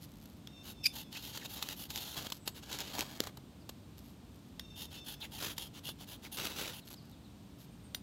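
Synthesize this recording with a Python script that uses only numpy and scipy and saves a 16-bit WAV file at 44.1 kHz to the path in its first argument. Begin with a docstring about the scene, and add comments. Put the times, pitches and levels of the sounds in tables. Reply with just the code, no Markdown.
"""Fingers rustle in wood shavings, steel clacks, and a knife spine starts to hiss along a fire steel.
Sliding friction drives the resonances of rod and blade: light strokes hiss, and one squeals by stick-slip.
Hard strokes bite, rasp in spurts as chips break away, and throw sparks that pop.
Behind the work lies a back yard: low town rumble, a faint machine hum and far birds."""
import sys
import numpy as np
from scipy import signal
from scipy.fft import rfft, irfft
from scipy.io import wavfile

SR = 44100
rng = np.random.default_rng(int(sys.argv[2]) if len(sys.argv) > 2 else 0)


def wav_record(signal):
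    """Record a signal, one row per channel, as 16-bit PCM in the file named by sys.argv[1]."""
    frames = np.transpose(np.atleast_2d(signal))
    bounded = np.clip(frames, -1, 1)
    # unit amplitude maps onto the largest positive 16-bit level
    quanta = np.round(bounded * 32767).astype(np.int16)
    wavfile.write(sys.argv[1], SR, quanta)


N = 353858
TIME = np.arange(N) / SR

# Spectral shapes of the noise sources: frequency_hz, relative_density_db
RUMBLE_SPECTRUM = [(15, -49), (25, -53), (49, 0.5), (229, -2.5), (263, -6), (285, -6.5), (451, -16.5),
                   (818, -20.5), (1890, -30), (3620, -27), (5880, -34), (8590, -35), (10400, -40.5),
                   (14000, -36.5), (16000, -48)]
RUSTLE_SPECTRUM = [(500, -3), (2200, -5), (4200, 3), (7200, -2.5), (9500, -11.5), (11500, 4), (13500, -0.5),
                   (15800, -8.5)]
TAP_SPECTRUM = [(500, -16.5), (1000, -15), (1600, -3), (2500, -9.5), (3650, 3.5), (4900, -7.5),
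                (5900, -5.5), (8700, -22), (11700, -13), (13800, -17), (15500, -26)]
SPARK_SPECTRUM = [(150, -12), (900, -16), (2200, -5.5), (2900, -3), (4600, -1.5), (7500, -7.5),
                  (9500, -21.5), (11400, -8.5), (12500, -11), (15800, -17)]
CATCH_SPECTRUM = [(200, -6.5), (900, -4.5), (2200, -6), (3000, 2), (4300, 3.5), (5600, -5.5), (7500, -3),
                  (9000, -15), (11500, -5), (15800, -11)]
GLIDE_SPECTRUM = [(300, -54), (850, 3), (1150, -37.5), (1500, -9), (2300, -21), (2750, 1.5), (3700, -3.5),
                  (4300, -3), (5800, -7.5), (6600, -4.5), (8600, -17.5), (10200, -12), (14000, -10),
                  (15700, -32)]
RASP_SPECTRUM = [(80, -1), (300, 2), (900, -0.5), (1650, -3), (2350, -4), (2850, -1.5), (4400, -1),
                 (5600, -7), (6800, -5.5), (8800, -16), (11000, -4.5), (14500, -8.5), (15800, -7.5)]

# A small bird's falling notes: start_s, from_hz, level_db
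BIRD_CHIRPS = [(3.59, 5640, -68), (3.81, 5250, -76), (6.8, 4750, -62), (6.955, 5700, -58), (7.1, 4600, -64),
               (7.229, 4800, -63.5)]
# Another bird's thin whistles: start_s, length_s, from_hz, to_hz, level_db
BIRD_WHISTLES = [(2.32, 0.3, 8200, 7750, -64.5), (7.696, .07, 9000, 8500, -71),
                 (7.825, 0.06, 9100, 8300, -63)]
# Two cries of a hawk-like bird: start_s, level_db
BIRD_CRIES = [(0.45, -62.5), (4.57, -61.5)]
# The course of one cry: age_s, pitch_hz, relative_db
CRY_CONTOUR = [(0, 905, -22), (.04, 916, -2), (.15, 900, 0), (.28, 892, -9), (.44, 890, 3), (.6, 862, -3),
               (.67, 840, -20)]
# Its harmonics: multiple, relative_db
CRY_HARMONICS = [(3, -10), (4, -0.5), (5, -20), (6, -10), (7, -16), (8, -28)]

# Fingers and shavings stir: start_s, length_s, level_db, ticks_per_s
SHAVING_RUSTLES = [(0.009, 0.054, -53.5, 1100), (0.047, 0.36, -65, 115), (2.309, 0.079, -54, 640),
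                   (3.969, .04, -58, 350), (4.001, .14, -65, 1500), (4.17, .36, -73.5, 60),
                   (6.845, 0.13, -55, 300), (6.997, 0.18, -70.5, 48), (7.573, 0.094, -61, 2500)]
# Bending modes of the blade, damped by the hand: frequency_hz, gain_db, t60_s
BLADE_MODES = [(3700, -8, .04), (4900, -8, .1), (5900, 2, .03), (7400, -15, .12), (9620, -4, .09),
               (13650, 0, .06)]
# The blade is set on the rod: start_s, clack_db, ring_drive_db
BLADE_TAPS = [(0.4722, -36, -79), (4.595, -29.5, -55), (7.9465, -25, -41.5)]
# Bursting sparks: start_s, crack_db, puff_relative_db
SPARK_POPS = [(1.688, -22.5, -35), (1.959, -22, -47), (1.9763, -24, -39), (2.788, -25.5, -34),
              (2.8046, -23.5, -25), (2.992, -19.5, -9), (3.008, -17.5, -28), (3.2035, -13.5, -8)]
# The edge judders: start_s, from_hz, level_db
EDGE_CREAKS = [(1.143, 2900, -43.5), (1.405, 2200, -49.5), (5.204, 3970, -40), (5.228, 3000, -46.5),
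               (6.24, 2650, -49), (6.632, 3200, -44)]
# The edge catches and skips: start_s, relative_db, low_boost_db
EDGE_CATCHES = [(1.1262, -35, -21), (1.373, -28, 2), (1.6248, -21, 3), (1.903, -29.5, -2),
                (2.3, -31.5, 6.5), (2.3206, -22.5, 2.5), (2.4755, -20, 5.5), (2.7266, -27.5, -6),
                (3.2363, -30.5, 9.5), (3.27, -30.5, 10.5), (3.371, -37, 10), (3.6916, -30, 6.5),
                (5.424, -29, 6.5), (5.5798, -24.5, 2.5), (5.8885, -29.5, 7), (6.37, -30, -10),
                (6.8745, -40, -3), (6.9107, -38.5, 3), (6.939, -38.5, 5)]
# The course of the squeal: time_s, pitch_hz, relative_db
SQUEAL_CONTOUR = [(.828, 2650, -62), (.846, 2520, -32), (.850, 2390, -37), (.854, 2430, -33),
                  (.856, 2370, -24), (.866, 2450, -21), (.871, 2600, -30), (.875, 2900, -54)]
# Its harmonics: multiple, relative_db
SQUEAL_HARMONICS = [(1, -8), (2, -2.5), (3, -22), (4, -23), (5, -17)]
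# Resonances of rod and blade in each grip: start_s, [(centre_hz, boost_db)]
GRIP_RESONANCES = [(0, [(3750, 4.5), (11100, 4), (13600, 10.5)]), (4.5, [(3400, 9), (9750, 9), (13800, 5)])]
# Short strokes; sheen is top treble against the middle band: start_s, length_s, level_db, sheen_db
LIGHT_STROKES = [(0.629, .11, -50.5, -2.5), (0.922, .12, -48.5, -2.5), (1.107, 0.11, -47, -7),
                 (1.196, .15, -49.5, -3), (1.473, .13, -49.5, -0.5), (1.757, .12, -48.5, -1),
                 (2.454, 0.051, -48.5, -4), (2.538, 0.072, -54, -5), (4.752, .12, -48, -4),
                 (4.901, .11, -50.5, -8.5), (5.04, .12, -48.5, -4), (5.194, 0.084, -52.5, -4.5),
                 (5.307, 0.093, -49, -4.5), (5.561, 0.13, -47.5, -4.5), (5.73, .074, -53, -8.5),
                 (5.832, .1, -46.5, -3.5), (5.98, 0.072, -53.5, -6), (6.065, .11, -51, -2.5),
                 (6.218, .07, -53.5, -6), (6.313, 0.058, -46.5, 1), (6.71, .1, -51, -3)]
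# Long strokes, the level following the hand's pressure: rasp_share_db, sheen_db, [(time_s, level_db)]
HARD_STROKES = [(-4.5, -7.5, [(1.333, -57), (1.343, -48), (1.443, -56), (1.451, -43.5), (1.461, -45),
                (1.475, -67)]), (-3.5, -5, [(1.565, -55.0), (1.61, -53), (1.622, -46.5), (1.658, -52.5),
                (1.73, -45.5), (1.76, -68)]), (-7, -4, [(1.896, -52), (1.904, -48), (1.936, -52.5),
                (1.964, -44.0), (2.145, -50.5)]), (-1.5, -6.5, [(2.145, -54.5), (2.173, -42),
                (2.235, -50.5), (2.261, -47.5), (2.295, -62)]), (-2.5, -10, [(2.62, -65.5), (2.638, -53.5),
                (2.648, -60), (2.752, -44), (2.78, -56), (2.796, -43.5), (2.871, -53.5), (2.919, -51.5)]),
                (0, -7.5, [(2.921, -53.0), (2.999, -39.0), (3.055, -51.5), (3.22, -57.5), (3.265, -50.5),
                (3.308, -65.0)]), (-1.5, -5, [(5.386, -52), (5.424, -43), (5.47, -43), (5.527, -51.5),
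                (5.549, -66.5)]), (-0.5, -6.5, [(6.366, -58), (6.378, -42.5), (6.517, -46.5),
                (6.527, -51.5), (6.613, -41.0), (6.735, -52.5)])]


def from_db(db):
    """Amplitude ratio of a level in decibels."""
    return 10 ** (np.asarray(db) / 20)


def rms_one(x):
    """Normalisation to unit power."""
    return x / np.sqrt(np.mean(x ** 2) + 1e-20)


def drift(corner_hz):
    """Low-passed noise: a smooth random wander of unit power."""
    pole = np.exp(-2 * np.pi * corner_hz / SR)
    return rms_one(signal.lfilter([1], [1, -2 * pole, pole * pole], rng.standard_normal(N + SR))[SR:])


def band(x, hz, kind):
    """Second-order Butterworth high- or low-pass."""
    return signal.sosfilt(signal.butter(2, hz, kind, fs=SR, output="sos"), x)


def response(spectrum, size=8192):
    """Minimum-phase impulse response of a body with this spectrum; unit energy."""
    hz, db = np.transpose(spectrum)
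    grid_hz = np.maximum(np.fft.rfftfreq(size, 1 / SR), 1)
    magnitude = from_db(np.interp(np.log(grid_hz), np.log(hz), db))
    cepstrum = irfft(np.log(magnitude))
    cepstrum[1:size // 2] *= 2   # folding onto positive time makes it causal
    cepstrum[size // 2 + 1:] = 0
    impulse = irfft(np.exp(rfft(cepstrum)))
    return impulse / np.linalg.norm(impulse)


def colour(force, spectrum):
    """Source and filter: a force is convolved with a body's impulse response."""
    return signal.oaconvolve(force, response(spectrum))[:len(force)]


def add(out, start_s, piece):
    """Superposition of a piece onto the output."""
    start = max(round(start_s * SR), 0)
    out[start:start + len(piece)] += piece[:max(N - start, 0)]


def grains(per_s, spread_db):
    """Shot noise: tiny fractures of uneven size at random moments; unit power."""
    sizes = from_db(spread_db * np.minimum(rng.exponential(1, N), 4))
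    occurs = rng.random(N) < per_s / SR
    return rms_one(occurs * sizes * rng.choice([-1, 1], N))


def burst(length_s, spectrum, size=2048):
    """Micro-impacts merge into a noise transient that swells fast and dies; peak about 1."""
    age = 2 * TIME[:size] / length_s
    envelope = age * np.exp(1 - age)
    flurry = colour(rng.standard_normal(size) * envelope, spectrum)
    return flurry * np.linalg.norm(envelope) / np.linalg.norm(flurry) / 2


def harmonic_tone(pitch_hz, harmonics):
    """Fourier series on a moving fundamental; unit power."""
    phase = 2 * np.pi * np.cumsum(pitch_hz) / SR
    return rms_one(sum(from_db(db) * np.sin(round(multiple) * phase) for multiple, db in harmonics))


def glissandi(notes, waver):
    """Sliding sine tones, made hoarse by random frequency modulation."""
    out, wobble = np.zeros(N), 1 + waver * drift(640)
    for start_s, length_s, from_hz, to_hz, db in notes:
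        count = int(length_s * SR)
        pitch_hz = np.geomspace(from_hz, to_hz, count) * wobble[int(start_s * SR):][:count]
        phase = 2 * np.pi * np.cumsum(pitch_hz) / SR
        add(out, start_s, from_db(db) * np.hanning(count) * np.sin(phase))
    return out


def falling(notes, length_s, pitch_ratio):
    """Notes for glissandi that all fall by one frequency ratio."""
    return [(start_s, length_s, hz, hz * pitch_ratio, db) for start_s, hz, db in notes]


def scattering(x, wet_db, t60_s, delay_s):
    """Diffuse reflections from stump, fence and trees add an exponentially decaying tail."""
    age = TIME[:SR // 3]
    tail = rng.standard_normal(len(age)) * from_db(-60 * age / t60_s) * (age > delay_s)
    return x + from_db(wet_db) * signal.oaconvolve(x, tail / np.linalg.norm(tail))[:N]


def yard(rumble_db=-53.5, hum_hz=286.8, hum_db=-67.5):
    """Ambient noise: broadband town rumble and a machine's hum, a tone of wandering phase."""
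    hum = np.sqrt(2) * np.sin(2 * np.pi * hum_hz * TIME + 0.73 * drift(1.6))
    rumble = band(colour(rng.standard_normal(N), RUMBLE_SPECTRUM), 46, "high")
    return from_db(rumble_db) * rumble + from_db(hum_db) * hum


def birds(waver=0.00456, flutter_db=3.5):
    """Sine chirps and whistles and two nasal harmonic cries, blurred by scattering among the trees."""
    chirps = falling(BIRD_CHIRPS, length_s=0.059, pitch_ratio=0.68)
    out = glissandi(chirps + BIRD_WHISTLES, waver=0.028)
    contour_s, hz, db = np.transpose(CRY_CONTOUR)
    age = TIME[TIME < contour_s[-1]]
    for start_s, cry_db in BIRD_CRIES:
        pitch_hz = np.interp(age, contour_s, hz) * (1 + waver * drift(40)[:len(age)])
        envelope = from_db(cry_db + np.interp(age, contour_s, db) + flutter_db * drift(34)[:len(age)])
        add(out, start_s, envelope * harmonic_tone(pitch_hz, CRY_HARMONICS))
    return scattering(out, wet_db=-4.5, t60_s=0.72, delay_s=0.0055)


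def rustles():
    """Fingers and shavings give swells of dry shot noise as the grip shifts."""
    out = np.zeros(N)
    for start_s, length_s, db, per_s in SHAVING_RUSTLES:
        swell = np.sqrt(np.hanning(int(length_s * SR)))
        ticks = grains(per_s, spread_db=2.5)[:len(swell)]
        add(out, start_s, from_db(db) * swell * rms_one(ticks))
    return colour(out, RUSTLE_SPECTRUM)


def blade_ring(force):
    """Modal vibration: each bending mode of the blade answers as a damped oscillator."""
    out = np.zeros(N)
    for hz, db, t60_s in BLADE_MODES:
        decay, angle = from_db(-60 / (t60_s * SR)), 2 * np.pi * hz / SR
        feedback = [1, -2 * decay * np.cos(angle), decay * decay]
        out += from_db(db) * signal.lfilter([0, np.sin(angle)], feedback, force + 1e-18)
    return out


def taps(length_s=0.0023):
    """Impact excitation: steel meets rod with a clack and the blade rings on."""
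    clacks, blows = np.zeros((2, N))
    for start_s, clack_db, ring_drive_db in BLADE_TAPS:
        add(clacks, start_s, from_db(clack_db) * burst(length_s, TAP_SPECTRUM))
        add(blows, start_s, from_db([ring_drive_db]))
    return clacks + blade_ring(blows)


def spark_pops(puff_hz=210, knock_hz=470, decay_s=0.0031, spatter_db=-3.0, spatter_s=0.00099):
    """A bursting spark is a pressure impulse: one crack, a brief spatter and a low puff of air."""
    out, crack = np.zeros(N), response(SPARK_SPECTRUM)
    crack /= np.abs(crack).max()
    age = TIME[:len(crack)]
    fade = np.exp(-age / decay_s)
    knock = np.sin(2 * np.pi * knock_hz * age) * fade ** 2
    puff = knock - np.sin(2 * np.pi * puff_hz * age) * fade / 2
    for start_s, db, puff_db in SPARK_POPS:
        add(out, start_s, from_db(db) * (crack + from_db(puff_db) * puff))
        add(out, start_s, from_db(db + spatter_db) * burst(spatter_s, SPARK_SPECTRUM))
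    return out


def creaks():
    """Frictional judder: the edge creaks hoarsely and drops in pitch as it slows."""
    return glissandi(falling(EDGE_CREAKS, length_s=0.0406, pitch_ratio=0.72), waver=0.169)


def catches(body_hz=1500, gain_db=-3.5):
    """Transient excitation: the edge digs in with a short rip; deeper rips have more low body."""
    out = np.zeros(N)
    for start_s, db, low_boost_db in EDGE_CATCHES:
        rip = burst(0.004, CATCH_SPECTRUM)
        body = (from_db(low_boost_db) - 1) * band(rip, body_hz, "low")
        add(out, start_s, from_db(db + gain_db) * (rip + body))
    return out


def squeal(waver=0.025, flutter_db=3.5, gain_db=-3.0, grit_db=-11.0, ring_db=-42.0):
    """Stick-slip oscillation: the spine sings unsteadily, and its gritty friction shakes the blade."""
    time_s, hz, db = np.transpose(SQUEAL_CONTOUR)
    pitch_hz = np.interp(TIME, time_s, hz) * (1 + waver * drift(750))
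    tone = harmonic_tone(pitch_hz, SQUEAL_HARMONICS)
    sounding = (TIME > time_s[0]) & (TIME < time_s[-1])
    envelope = from_db(np.interp(TIME, time_s, db) + gain_db + flutter_db * drift(250)) * sounding
    grit = band(envelope * rng.standard_normal(N), 2200, "high")
    hiss = from_db(grit_db) * colour(grit, GLIDE_SPECTRUM)
    return envelope * tone + hiss + from_db(ring_db) * blade_ring(grit)


def light_strokes(slow_level_db=-50, slow_rasp_db=-6, rasp_slope=0.96):
    """Friction noise follows sliding speed through one arch; slower, quieter strokes rasp more."""
    for start_s, length_s, db, sheen_db in LIGHT_STROKES:
        arch = np.abs(np.sin(np.linspace(0, np.pi, int(length_s * SR)))) ** 0.96
        rasp_db = slow_rasp_db - rasp_slope * (db - slow_level_db)
        yield start_s, from_db(db) * arch, rasp_db, sheen_db


def hard_strokes(ramp_s=0.008):
    """Cutting noise follows the hand's pressure, with short ramps as the edge digs in and lets go."""
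    for rasp_db, sheen_db, pressure in HARD_STROKES:
        time_s, db = np.transpose(pressure)
        corners_s = [time_s[0] - ramp_s, time_s[0], time_s[-1], time_s[-1] + ramp_s]
        time = np.arange(corners_s[0], corners_s[-1], 1 / SR)
        contact = np.interp(time, corners_s, [0, 1, 1, 0])
        yield corners_s[0], from_db(np.interp(time, time_s, db)) * contact, rasp_db, sheen_db


def stroke_spectrum(start_s, cutting, sheen_db, half_width_hz=340, scatter_hz=120, damping=0.74):
    """Resonances of rod and blade shape a blend of glide and rasp; unit power in the middle band."""
    hz = np.linspace(60, 16000, num=100)
    middle, top = (hz > 2500) & (hz < 8000), hz > 9300
    glide = from_db(np.interp(hz, *np.transpose(GLIDE_SPECTRUM))) ** 2
    rasp = from_db(np.interp(hz, *np.transpose(RASP_SPECTRUM))) ** 2
    power = (1 - cutting) * glide / glide[middle].sum() + cutting * rasp / rasp[middle].sum()
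    resonances = [peaks for since_s, peaks in GRIP_RESONANCES if since_s <= start_s][-1]
    peaks_db = 0
    for centre_hz, boost_db in resonances:
        detuning_hz = hz - centre_hz - scatter_hz * rng.standard_normal()
        peaks_db += boost_db / (1 + (detuning_hz / half_width_hz) ** 2)
    power *= from_db(peaks_db * (1 - damping * cutting)) ** 2   # pressing hard damps the resonances
    # the angle of the edge sets how much top treble the stroke has
    power[top] *= from_db(sheen_db) ** 2 * power[middle].sum() / power[top].sum()
    return hz, power / power[middle].sum()


def scraping(flutter_db=3.0, crackle_db=-7.0, chatter_db=3.0, spurt_db=1.53, ripple_db=2.5):
    """Friction and fracture: the gliding spine hisses; as it bites, chips and sparks take over."""
    out = np.zeros(N)
    friction = rms_one(grains(per_s=20000, spread_db=3.0) * from_db(flutter_db * drift(88)))
    sparks = from_db(crackle_db) * grains(per_s=150, spread_db=-0.5)
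    chips = grains(per_s=9000, spread_db=3.0) * from_db(chatter_db * drift(105) + spurt_db * drift(21))
    rasp = rms_one(chips + sparks)
    for start_s, envelope, rasp_db, sheen_db in [*light_strokes(), *hard_strokes()]:
        cutting = np.clip(from_db(rasp_db) ** 2, 0, 1)   # the rasp's share of the power
        hz, power = stroke_spectrum(start_s, cutting, sheen_db)
        span = slice(int(start_s * SR), int(start_s * SR) + len(envelope))
        texture = np.sqrt(1 - cutting) * friction[span] + np.sqrt(cutting) * rasp[span]
        force = np.sqrt(power.sum()) * envelope * texture
        # the rod's fine resonances change as the contact slides from one end to the other
        travel = np.linspace(0, 1, len(envelope))
        for weight in (1 - travel, travel):
            body_db = 10 * np.log10(power) + ripple_db * rng.standard_normal(len(hz))
            body = response(np.column_stack([hz, body_db]), size=2048)
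            add(out, start_s, signal.fftconvolve(force * weight, body))
    return out


def scene():
    """Superposition in one channel: close work on the rod, weakly scattered, over birds and yard."""
    near = scraping() + squeal() + creaks() + catches() + taps() + spark_pops() + rustles()
    return (scattering(near, wet_db=-16.5, t60_s=0.15, delay_s=0.00176) + birds() + yard())[None]


def record(dry, low_cut_hz=34, high_cut_hz=15800):
    """Band limiting: the small microphone loses the deepest bass, and the top is cut steeply."""
    steep_low_pass = signal.ellip(10, 0.1, 80, high_cut_hz, fs=SR, output="sos")
    return signal.sosfilt(steep_low_pass, band(dry, low_cut_hz, "high"))


dry = scene()
out = record(dry)
wav_record(out)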